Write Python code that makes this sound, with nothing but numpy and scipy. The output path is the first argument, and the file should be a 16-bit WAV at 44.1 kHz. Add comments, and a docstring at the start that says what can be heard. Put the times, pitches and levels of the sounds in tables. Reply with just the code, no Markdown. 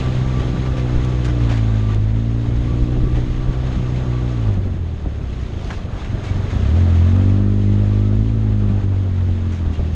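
"""The twin-cylinder engine of a side-by-side utility vehicle, heard from the back of its open cab on a dirt trail.
It cruises, falls to idle, pulls hard and eases off: harmonics of the firing rate swell through pipe resonances.
Pulsing hiss and gravel clinks ring the engine covers, and wavering sines make the thin swells of the clutch.
Shaped noise gives wind, gusts, tyre roar, body drumming and the swish of twigs.
Stones spray the frame, bumps thud and ring the panels, and short fuzzy chirps squeak."""
import sys
import numpy as np
from scipy import signal
from scipy.fft import rfft, irfft, next_fast_len
from scipy.io import wavfile

SR = 44100
rng = np.random.default_rng(int(sys.argv[2]) if len(sys.argv) > 2 else 0)


def wav_out(sig):
    """Save sig, one row per channel (or a flat mono array), as 16-bit PCM at SR to the path in sys.argv[1]."""
    wavfile.write(sys.argv[1], SR, np.round(np.clip(np.atleast_2d(sig).T, -1, 1) * 32767).astype(np.int16))


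N = 438794
TIME = np.arange(N) / SR  # s

# turbulence in the open cab: time_s, level_db
WIND_LEVEL = [(0, -28), (1.0, -32), (1.6, -33.5), (2.6, -27.5), (3.1, -21.5), (3.6, -25), (4.2, -34.5),
              (4.65, -24), (5.05, -26.5), (5.3, -30), (5.9, -31.5), (6.5, -26), (6.9, -41), (7.35, -34),
              (8.05, -38), (8.3, -37), (9.2, -32.5), (9.95, -25.5)]
# gusts on the microphone: centre_s, gain_db, length_s
WIND_GUSTS = [(.97, -19, 0.12), (1.99, -18, 0.13), (2.93, -23, 0.24), (3.19, -17.5, 0.17),
              (3.38, -23, 0.45), (9.85, -32, 0.12)]
# tone of the steady wind: frequency_hz, relative_db
WIND_SPECTRUM = [(5, -6.5), (16, 4), (27, 13), (42, 9.5), (60, 11), (100, -7.5), (250, -73)]
# tone of the gusts: frequency_hz, relative_db
GUST_SPECTRUM = [(5, -7.5), (14, 0.5), (30, 4), (55, 1), (100, -24.5), (250, -88.5)]
WIND_FLICKER_DB, WIND_FLICKER_PER_S = 1.5, 4.8  # eddies come and go: rms depth, changes per second

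# tyre roar over packed dirt: time_s, level_db
TYRE_LEVEL = [(0, -36), (1.5, -38), (2.2, -42.5), (3.1, -41), (4.3, -38), (4.85, -45), (5.3, -44),
              (6.1, -39), (6.9, -36), (7.6, -41.5), (8.6, -43), (9.95, -42.5)]
# tone of the tyre roar: frequency_hz, relative_db
TYRE_SPECTRUM = [(150, -17), (350, -3.5), (450, -2), (600, 0), (750, -2), (1000, -9), (1300, -9),
                 (1800, -13), (4000, -53)]

# tone of the drumming body: frequency_hz, relative_db
BODY_SPECTRUM = [(20, -21), (45, -3), (90, 1), (150, -4), (210, -10), (270, -12), (390, -12), (450, -19),
                 (650, -30), (1500, -66)]
# drumming offset in dB, and the shares by which it follows the wind, tyre and engine levels
BODY_DB, BODY_WIND, BODY_TYRES, BODY_LOAD = 3.5, 0.33, 0.39, 0.22

# twigs sweeping along the side: centre_s, gain_db, length_s
TWIG_SWEEPS = [(5.42, -52, 0.097), (5.65, -46, 0.23), (5.76, -47, 0.15)]
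# tone of the twigs: frequency_hz, relative_db
TWIG_SPECTRUM = [(700, -14), (1600, 3), (3500, 4), (6500, -4), (8500, -19), (11000, -27), (13000, -42)]

# stones and sprays of grit on the frame: start_s, level_db, decay_s, brightness_db_per_octave
STONE_HITS = [(0.395, -36, 0.025, 0), (0.652, -35, 0.027, -1), (0.765, -36.5, 0.048, 0.5),
              (1.047, -38, 0.0043, 8), (1.245, -35, 0.028, 3.5), (1.279, -32.5, 0.028, -1),
              (1.491, -33.5, 0.033, 0.5), (1.511, -33.5, 0.059, 0.5), (1.57, -36, 0.025, 1),
              (1.945, -34, 0.0032, 6), (3.147, -37, 0.048, -1.5), (3.754, -31.5, 0.0071, -4),
              (4.538, -43, 0.0044, 3), (5.702, -29.5, 0.017, -1.5), (5.712, -39, 0.014, 1),
              (5.727, -37, 0.026, -1.5), (6.044, -40, 0.031, 0), (6.235, -40.5, 0.066, 2.5),
              (6.503, -37.5, 0.026, 1), (8.153, -51, 0.0046, 13), (9.519, -42, 0.063, 2),
              (9.735, -43, 0.044, 0.5)]
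# tone of a struck frame before its brightness tilt: frequency_hz, relative_db
STONE_SPECTRUM = [(400, -2), (900, 8), (2000, 4), (3500, -2.5), (5000, -10), (6500, -9), (8500, -21.5),
                  (12000, -40)]
STONE_ATTACK_S = 0.0022
SPOT_DB, SPOT_WIDTH_HZ = -13.5, 300  # level and bandwidth of the struck spot's own rings
GRIT_PER_S, GRIT_SHARE = 700, 0.55  # average strikes per second, and their weight against smooth noise

# squeaks of the seats and suspension: start_s, peak_db, pitch_hz, length_s
SQUEAK_CHIRPS = [(2.472, -49, 2174, 0.081), (6.01, -38, 1238, 0.025), (6.263, -40, 2269, 0.056),
                 (7.668, -47, 2030, 0.031), (9.725, -46, 2780, 0.045)]

# bumps through the suspension: time_s, heave_db, knock_db, knock_pitch_hz
SUSPENSION_BUMPS = [(.535, -16, -17.5, 300), (.775, -32, -16, 650), (.94, -23, -27, 150),
                    (.982, -36, -25, 750), (1.281, -17, -19, 600), (1.507, -32, -11, 650),
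                    (2.714, -30, -23, 200), (2.819, -8.5, -22.5, 250), (2.962, -17, -16, 400),
                    (3.026, -8, -20, 220), (3.169, -16, -18, 453), (3.478, -7.5, -18, 400),
                    (3.763, -18, -20.5, 160), (4.568, -20, -19, 340), (4.589, -19, -23.5, 170),
                    (4.652, -22, -19.5, 280), (5.054, -13, -15.5, 475), (5.704, -33, -25, 400),
                    (6.525, -28, -21.5, 400), (6.766, -36, -14.5, 704), (8.182, -14, -26, 200),
                    (8.681, -17, -20, 300), (9.282, -20, -22, 450), (9.659, -10, -29, 250),
                    (9.788, -11.5, -15, 600)]
# nominal ringing modes of the panels: pitch_hz, relative_db, t60_s
PANEL_MODES = [(103, 5.5, 0.11), (181.2, 6, 0.086), (261, 2, 0.054), (403, -5.5, 0.043), (559, -6.5, 0.04),
               (704, -11.5, .045), (916, -11, 0.027)]
HEAVE_HZ = 46.3  # slow push of a jolt
KNOCK_OCTAVES = 1  # how widely a knock spreads over the panel modes
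KNOCK_RISE_S = 0.008  # the rubber mounts soften each knock

# ground under the tyres, loud on loose gravel: time_s, level_db (gravel and engine clatter)
GROUND_LEVEL = [(0, -37), (.2, -40.5), (.75, -41), (1.2, -42), (1.93, -43.5), (1.99, -48), (2.3, -47),
                (2.6, -44), (3.5, -45), (4.0, -43), (4.5, -44.5), (4.58, -49.5), (5.05, -50), (5.7, -44),
                (5.88, -48.5), (6.0, -44), (6.6, -42), (7.1, -42.5), (7.45, -47), (7.85, -46), (8.4, -48),
                (9.0, -48), (9.5, -47.5), (9.95, -47)]
# tone of the clatter: frequency_hz, relative_db
CLATTER_SPECTRUM = [(500, -14), (900, -8), (1200, -10), (1450, -8.5), (2050, -4.5), (2350, -6),
                    (3400, -5.5), (4000, -8.5), (4500, -13.5), (5500, -16), (6900, -22.5), (7600, -28),
                    (9100, -30.5), (9900, -43), (11000, -47.5), (13000, -55.5)]
# ringing of the engine covers: pitch_hz, width_hz, relative_db
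COVER_MODES = [(1172, 22, -12.5), (1280, 110, -19), (2680, 45, -25.5), (6304, 220, -14)]

# swells of the singing clutch: centre_s, level_db, length_s, pitch_hz
CLUTCH_RINGS = [(.062, -38, 0.12, 1170), (.255, -40, .14, 1172), (.38, -35, 0.17, 1160),
                (.555, -38, 0.098, 1160), (.68, -43, 0.13, 1174), (.785, -39, 0.19, 1168),
                (1.08, -40, 0.22, 1153), (1.42, -47, .25, 1172), (1.69, -43.5, 0.13, 1155),
                (1.875, -41.5, 0.32, 1172), (2.72, -43, 0.15, 1148), (3.06, -44, 0.24, 1155),
                (3.45, -45.5, 0.51, 1154), (3.76, -48, 0.28, 1144), (4.14, -43.5, 0.45, 1150),
                (4.38, -44, .24, 1144), (7.9, -52, 0.83, 1170), (8.068, -47, 0.18, 1297),
                (8.416, -55, 0.23, 1330)]
CLUTCH_FLICKER_DB, CLUTCH_WAVER_HZ = 1.5, 4.5  # rms wander of level and pitch

# engine speed: time_s, firing_rate_hz
FIRING_RATE = [(0.0, 64.4), (0.15, 62.9), (0.3, 64.0), (0.47, 62.3), (0.64, 64.7), (0.78, 63.0),
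               (0.91, 60.7), (1.08, 62.8), (1.3, 61.0), (1.63, 54.8), (2.02, 52.0), (2.22, 56.3),
               (2.65, 59.2), (3.1, 61.7), (3.21, 60.9), (3.57, 62.9), (3.85, 62.2), (4.02, 62.9),
               (4.13, 61.0), (4.33, 61.2), (4.52, 49.3), (4.65, 46.9), (5.0, 37.7), (5.35, 31.6),
               (5.62, 25.3), (6.01, 23.5), (6.3, 24.0), (6.51, 23.5), (6.68, 35.6), (6.79, 44.2),
               (6.98, 42.0), (7.18, 47.1), (7.43, 50.2), (8.1, 51.2), (8.29, 55.3), (8.5, 52.2),
               (8.75, 50.0), (9.15, 45.7), (9.45, 44.8), (9.78, 39.3), (9.95, 40.6)]
# strength of the exhaust pulses under load: time_s, boom_db, bark_db
ENGINE_LOAD = [(0.0, -28, -27), (0.25, -25.5, -28.5), (0.7, -27.0, -27.5), (0.9, -26.5, -29),
               (1.15, -25.5, -28.5), (1.5, -26.5, -29.5), (1.8, -25, -29.0), (2.05, -27.5, -31),
               (2.45, -27.5, -30), (2.9, -26.5, -28.5), (3.4, -29.5, -32), (3.8, -28.5, -32),
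               (4.25, -27, -29), (4.5, -30.5, -32.5), (4.7, -33.5, -37), (5.05, -33, -47),
               (5.3, -32.5, -35.5), (5.8, -28, -37), (6.1, -33.5, -35), (6.35, -28, -28), (6.6, -20.5, -28),
               (6.76, -23.5, -28), (7.0, -22.5, -28), (7.2, -25.5, -23), (7.5, -27, -24), (8.1, -26.5, -25),
               (8.3, -27, -30), (8.7, -28.5, -27), (9.1, -29.5, -34.5), (9.5, -30, -31),
               (9.95, -29.0, -34.0)]
# the engine catches and stumbles as the drive takes up slack: centre_s, change_db, length_s
ENGINE_SURGES = [(4.492, 3.5, 0.13), (5.95, 4.5, .1), (6.142, 7.5, 0.14), (6.222, -9, 0.14),
                 (6.487, -9.5, 0.18), (6.547, 2, 0.12), (8.815, -7, 0.053), (9.574, -10, 0.066),
                 (9.756, -8, 0.079)]
# the firing pattern favours some orders, one entry for each order from 1 up: relative_db
ORDER_LEVELS = [-2.5, 8, -2, 2, 2.5, -3, -3.5, -4.5, -8, -10, -10, -11, -14.5]
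# how the exhaust and cab pass the higher orders: frequency_hz, gain_db
PIPE_RESPONSE = [(20, -5.5), (50, -12), (78, 1.5), (97, 5), (128, -3), (150, -7.5), (180, -10), (201, -1.5),
                 (225, -1), (255, -9), (285, -3.5), (305, -6.5), (325, -14), (360, -8), (400, -9.5),
                 (435, -25.5), (465, -12.5), (495, -10), (560, -18), (900, -20.5)]
# how the shaking frame passes the lowest order: frequency_hz, gain_db
FRAME_RESPONSE = [(24, -10.5), (43, -6.5), (50, 7.5), (58, 8.5), (64, 4.5)]
# within each pulse the bark comes first and the frame shake last: phases in radians
BARK_LEAD, FRAME_LAG = 0.16, 1
# orders waver in turbulent air: rms depth in dB, changes per second, the boom's smaller share
SWAY_DB, SWAY_PER_S, BOOM_SWAY = 1.48, 7, 0.55

EDGE_HZ = 12600  # upper edge of the finished sound


def amp(db):
    """Decibels to linear gain."""
    return 10 ** (np.asarray(db) / 20)


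def unit(x):
    """Scales x to rms 1."""
    return x / np.sqrt(np.mean(x ** 2) + 1e-20)


def noise(size=N):
    """White noise, the raw rush of air and friction."""
    return rng.standard_normal(size)


def curves(rows):
    """Joins each column of a table by straight lines in time."""
    s, *columns = np.transpose(rows)
    return [np.interp(TIME, s, column) for column in columns]


def read(points, hz):
    """Reads a dB curve, joined by straight lines over log frequency."""
    point_hz, db = np.transpose(points)
    return np.interp(np.log(hz + 1), np.log(point_hz + 1), db)


def colour(x, points):
    """Filters x by a spectrum and scales it to rms 1."""
    size = next_fast_len(len(x))
    gain = amp(read(points, np.fft.rfftfreq(size, 1 / SR)))
    return unit(irfft(rfft(x, size) * gain, size)[:len(x)])


def wander(per_s, size=N):
    """Bounded random drift of rms 1, in straight lines between per_s new values a second."""
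    knots = np.clip(rng.standard_normal(8192), -2, 2)
    return unit(np.interp(TIME[:size] * per_s, np.arange(len(knots)), knots))


def resonate(x, hz, width):
    """Rings a two-pole resonance, scaled to rms 1."""
    radius = np.exp(-np.pi * width / SR)
    poles = [1, -2 * radius * np.cos(2 * np.pi * hz / SR), radius ** 2]
    return unit(signal.lfilter([1, 0, -1], poles, x))


def sing(pitch):
    """A sine that follows a moving pitch in Hz."""
    return np.sin(2 * np.pi * np.cumsum(pitch) / SR)


def hump(s, length):
    """A smooth rise and fall centred on its time."""
    return np.cos(np.pi * np.clip((TIME - s) / length, -0.5, 0.5)) ** 2


def swells(rows):
    """Sums one hump of gain for each row."""
    return sum(amp(db) * hump(s, length) for s, db, length in rows)


def add(mix, s, sound):
    """Lays a sound into the mix at its start time."""
    part = mix[max(round(s * SR), 0):][:len(sound)]
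    part += sound[:len(part)]


def wind(wind_db):
    """Air tumbling through the cab as flickering low noise, with deeper gusts on the microphone."""
    level_db = wind_db + WIND_FLICKER_DB * wander(WIND_FLICKER_PER_S)
    buffet = amp(level_db) * colour(noise(), WIND_SPECTRUM)
    gusts = swells(WIND_GUSTS) * colour(noise(), GUST_SPECTRUM)
    return buffet + gusts


def tyre_roar(tyres_db):
    """Tyres on packed dirt, as shaped noise with slow and fast unevenness."""
    level_db = tyres_db + 1.4 * wander(16) + 0.63 * wander(90)
    return amp(level_db) * colour(noise(), TYRE_SPECTRUM)


def body_drum(wind_db, tyres_db, boom_db, turns):
    """Body panels as low noise that throbs with each firing and follows wind, tyres and engine load."""
    followed_db = BODY_WIND * wind_db + BODY_TYRES * tyres_db + BODY_LOAD * boom_db
    level_db = BODY_DB + followed_db + 1.3 * wander(14)
    throb = unit(1 + 0.36 * np.cos(2 * np.pi * turns))
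    return amp(level_db) * throb * colour(noise(), BODY_SPECTRUM)


def brush():
    """A bright, scratchy swish of many small twigs, from noise with a rapidly varying level."""
    scratches = noise() * amp(2.7 * wander(500))
    return swells(TWIG_SWEEPS) * colour(scratches, TWIG_SPECTRUM)


def stones():
    """Sprays crack in, skitter in separate strikes and die; each struck spot rings at its own pitches."""
    out, t = np.zeros(N), TIME[:9000]
    for s, db, decay, bright_db in STONE_HITS:
        envelope = np.minimum(t / STONE_ATTACK_S, 1) * np.exp(-(t / decay) ** 2)
        hits = rng.random(len(t)) < GRIT_PER_S / SR
        strikes = unit(rng.choice([-1, 1], len(t)) * hits)
        drive = GRIT_SHARE * strikes + (1 - GRIT_SHARE) * noise(len(t))
        spot = unit(sum(resonate(drive, hz, SPOT_WIDTH_HZ) for hz in rng.uniform(1120, 7000, 4)))
        # brightness tilts the spectrum around 2 kHz
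        tilted = [(hz, ring_db + bright_db * np.log2(hz / 2000)) for hz, ring_db in STONE_SPECTRUM]
        add(out, s, amp(db) * envelope * colour(unit(drive) + amp(SPOT_DB) * spot, tilted))
    return out


def squeaks():
    """Short, fuzzy chirps where parts rub as the frame twists: sines with fast pitch jitter."""
    out = np.zeros(N)
    for s, db, hz, length in SQUEAK_CHIRPS:
        size = round(length * SR)
        pitch = hz * (1 + 0.0085 * wander(400, size))
        add(out, s, amp(db) * signal.windows.tukey(size, 0.7) * sing(pitch))
    return out


def bumps():
    """Each jolt heaves the cab and rings panels near its pitch; a lighter knock follows as the load settles."""
    out, t = np.zeros(N), TIME[:9000]
    for s, heave_db, knock_db, knock_hz in SUSPENSION_BUMPS:
        cycles = t * HEAVE_HZ - 1
        heave = np.sin(2 * np.pi * cycles) * np.exp(-(2 * cycles) ** 2)
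        add(out, s - 0.008, amp(heave_db) * heave)
        for delay, settle_db in [(0, 2.5), (0.013, -2)]:  # s, dB
            for hz, mode_db, t60 in PANEL_MODES:
                nearness = np.exp(-(np.log2(hz / knock_hz) / KNOCK_OCTAVES) ** 2 / 2)
                pitch = hz * rng.uniform(0.92, 1.058)
                ring = amp(mode_db - 60 * t / t60) * np.sin(2 * np.pi * pitch * t)
                rise = np.minimum(t / KNOCK_RISE_S, 1)
                add(out, s + delay, amp(knock_db + settle_db) * nearness * ring * rise)
    return out


def gravel():
    """Pebbles of many sizes clink under the tyres, each with a short ring; high ones die sooner."""
    out, t = np.zeros(N), TIME[:1300]
    for hz in np.geomspace(900, 7000, 36):
        starts = rng.integers(0, N - len(t), 200)
        levels_db = 0.9 * np.minimum(rng.exponential(1, 200), 4.5)
        clink = np.exp(-t * hz / 7) * np.sin(2 * np.pi * hz * t)
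        for start, db in zip(starts, levels_db):
            add(out, start / SR, amp(db) * clink)
    return unit(out)


def clatter(turns, level_db):
    """Hiss that pulses with each firing, mixed with gravel, rings the engine covers."""
    pulsing = 1 + 0.022 * np.cos(2 * np.pi * turns) + 0.04 * np.cos(4 * np.pi * turns)
    hiss = unit(pulsing * noise())
    drive = unit(hiss + 0.38 * gravel()) * amp(0.89 * wander(30))
    covers = sum(amp(db) * resonate(drive, hz, width) for hz, width, db in COVER_MODES)
    treble_loss = signal.butter(6, 7400, fs=SR)
    rattle = amp(0.5) * colour(drive, CLATTER_SPECTRUM)
    return amp(level_db) * (rattle + signal.lfilter(*treble_loss, covers))


def clutch():
    """A thin, wavering sine that comes in swells, each with its own centre pitch."""
    out = np.zeros(N)
    for s, db, length, hz in CLUTCH_RINGS:
        size = round(length * SR)
        gain = amp(db + CLUTCH_FLICKER_DB * wander(28, size)) * np.hanning(size)
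        pitch = hz + CLUTCH_WAVER_HZ * wander(70, size)
        add(out, s - length / 2, gain * sing(pitch))
    return out


def exhaust(turns, speed, boom_db, bark_db, wind_db):
    """One compact pulse a firing: each order swells as engine speed carries it through a resonance."""
    lumpy_db = np.interp(speed, [24, 32], [1.3, 0.3])  # combustion is uneven at idle
    surge_db = sum(db * hump(s, length) for s, db, length in ENGINE_SURGES)
    strength = amp(lumpy_db * wander(26) + surge_db)
    sway_db = SWAY_DB * np.interp(wind_db, [-42, -31], [0.3, 1])
    out = np.zeros(N)
    for order, order_db in enumerate(ORDER_LEVELS, 1):
        # the three lowest orders boom, the rest bark
        load_db, sway = (boom_db, BOOM_SWAY) if order <= 3 else (bark_db, 1)
        force_db = order_db + load_db + sway * sway_db * wander(SWAY_PER_S)
        path, lag = (FRAME_RESPONSE, FRAME_LAG) if order == 1 else (PIPE_RESPONSE, 0)
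        phase = 2 * np.pi * order * turns + BARK_LEAD * order ** 2 - lag
        out += amp(force_db + read(path, order * speed)) * np.sin(phase)
    return np.sqrt(2) * strength * out


def scene():
    """Engine speed, load, ground and wind drive the running layers; the separate events come on top."""
    speed, = curves(FIRING_RATE)
    boom_db, bark_db = curves(ENGINE_LOAD)
    ground_db, = curves(GROUND_LEVEL)
    wind_db, = curves(WIND_LEVEL)
    tyres_db, = curves(TYRE_LEVEL)
    jitter = np.interp(speed, [23.5, 26], [0.02, 0.002])  # firings come loosely at idle
    turns = np.cumsum(speed * (1 + jitter * wander(25))) / SR  # one turn a firing
    patches_db = 0.29 * wander(15)  # gravel lies unevenly
    ride = wind(wind_db) + tyre_roar(tyres_db) + body_drum(wind_db, tyres_db, boom_db, turns)
    events = brush() + stones() + squeaks() + bumps()
    engine = clatter(turns, ground_db + patches_db) + clutch()
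    engine += exhaust(turns, speed, boom_db, bark_db, wind_db)
    return (ride + events + engine)[None]


def record(dry):
    """Rounds off the loudest peaks with a soft knee, then limits the band with a low-pass."""
    knee, room = 0.56, 0.19  # where rounding starts, and the headroom above it
    over = np.maximum(abs(dry) - knee, 0)
    rounded = dry - np.sign(dry) * (over - room * np.tanh(over / room))
    low_pass = signal.firwin(255, EDGE_HZ, window=("kaiser", 9), fs=SR)
    return signal.oaconvolve(rounded, low_pass[None], "same")


dry = scene()
out = record(dry)
wav_out(out)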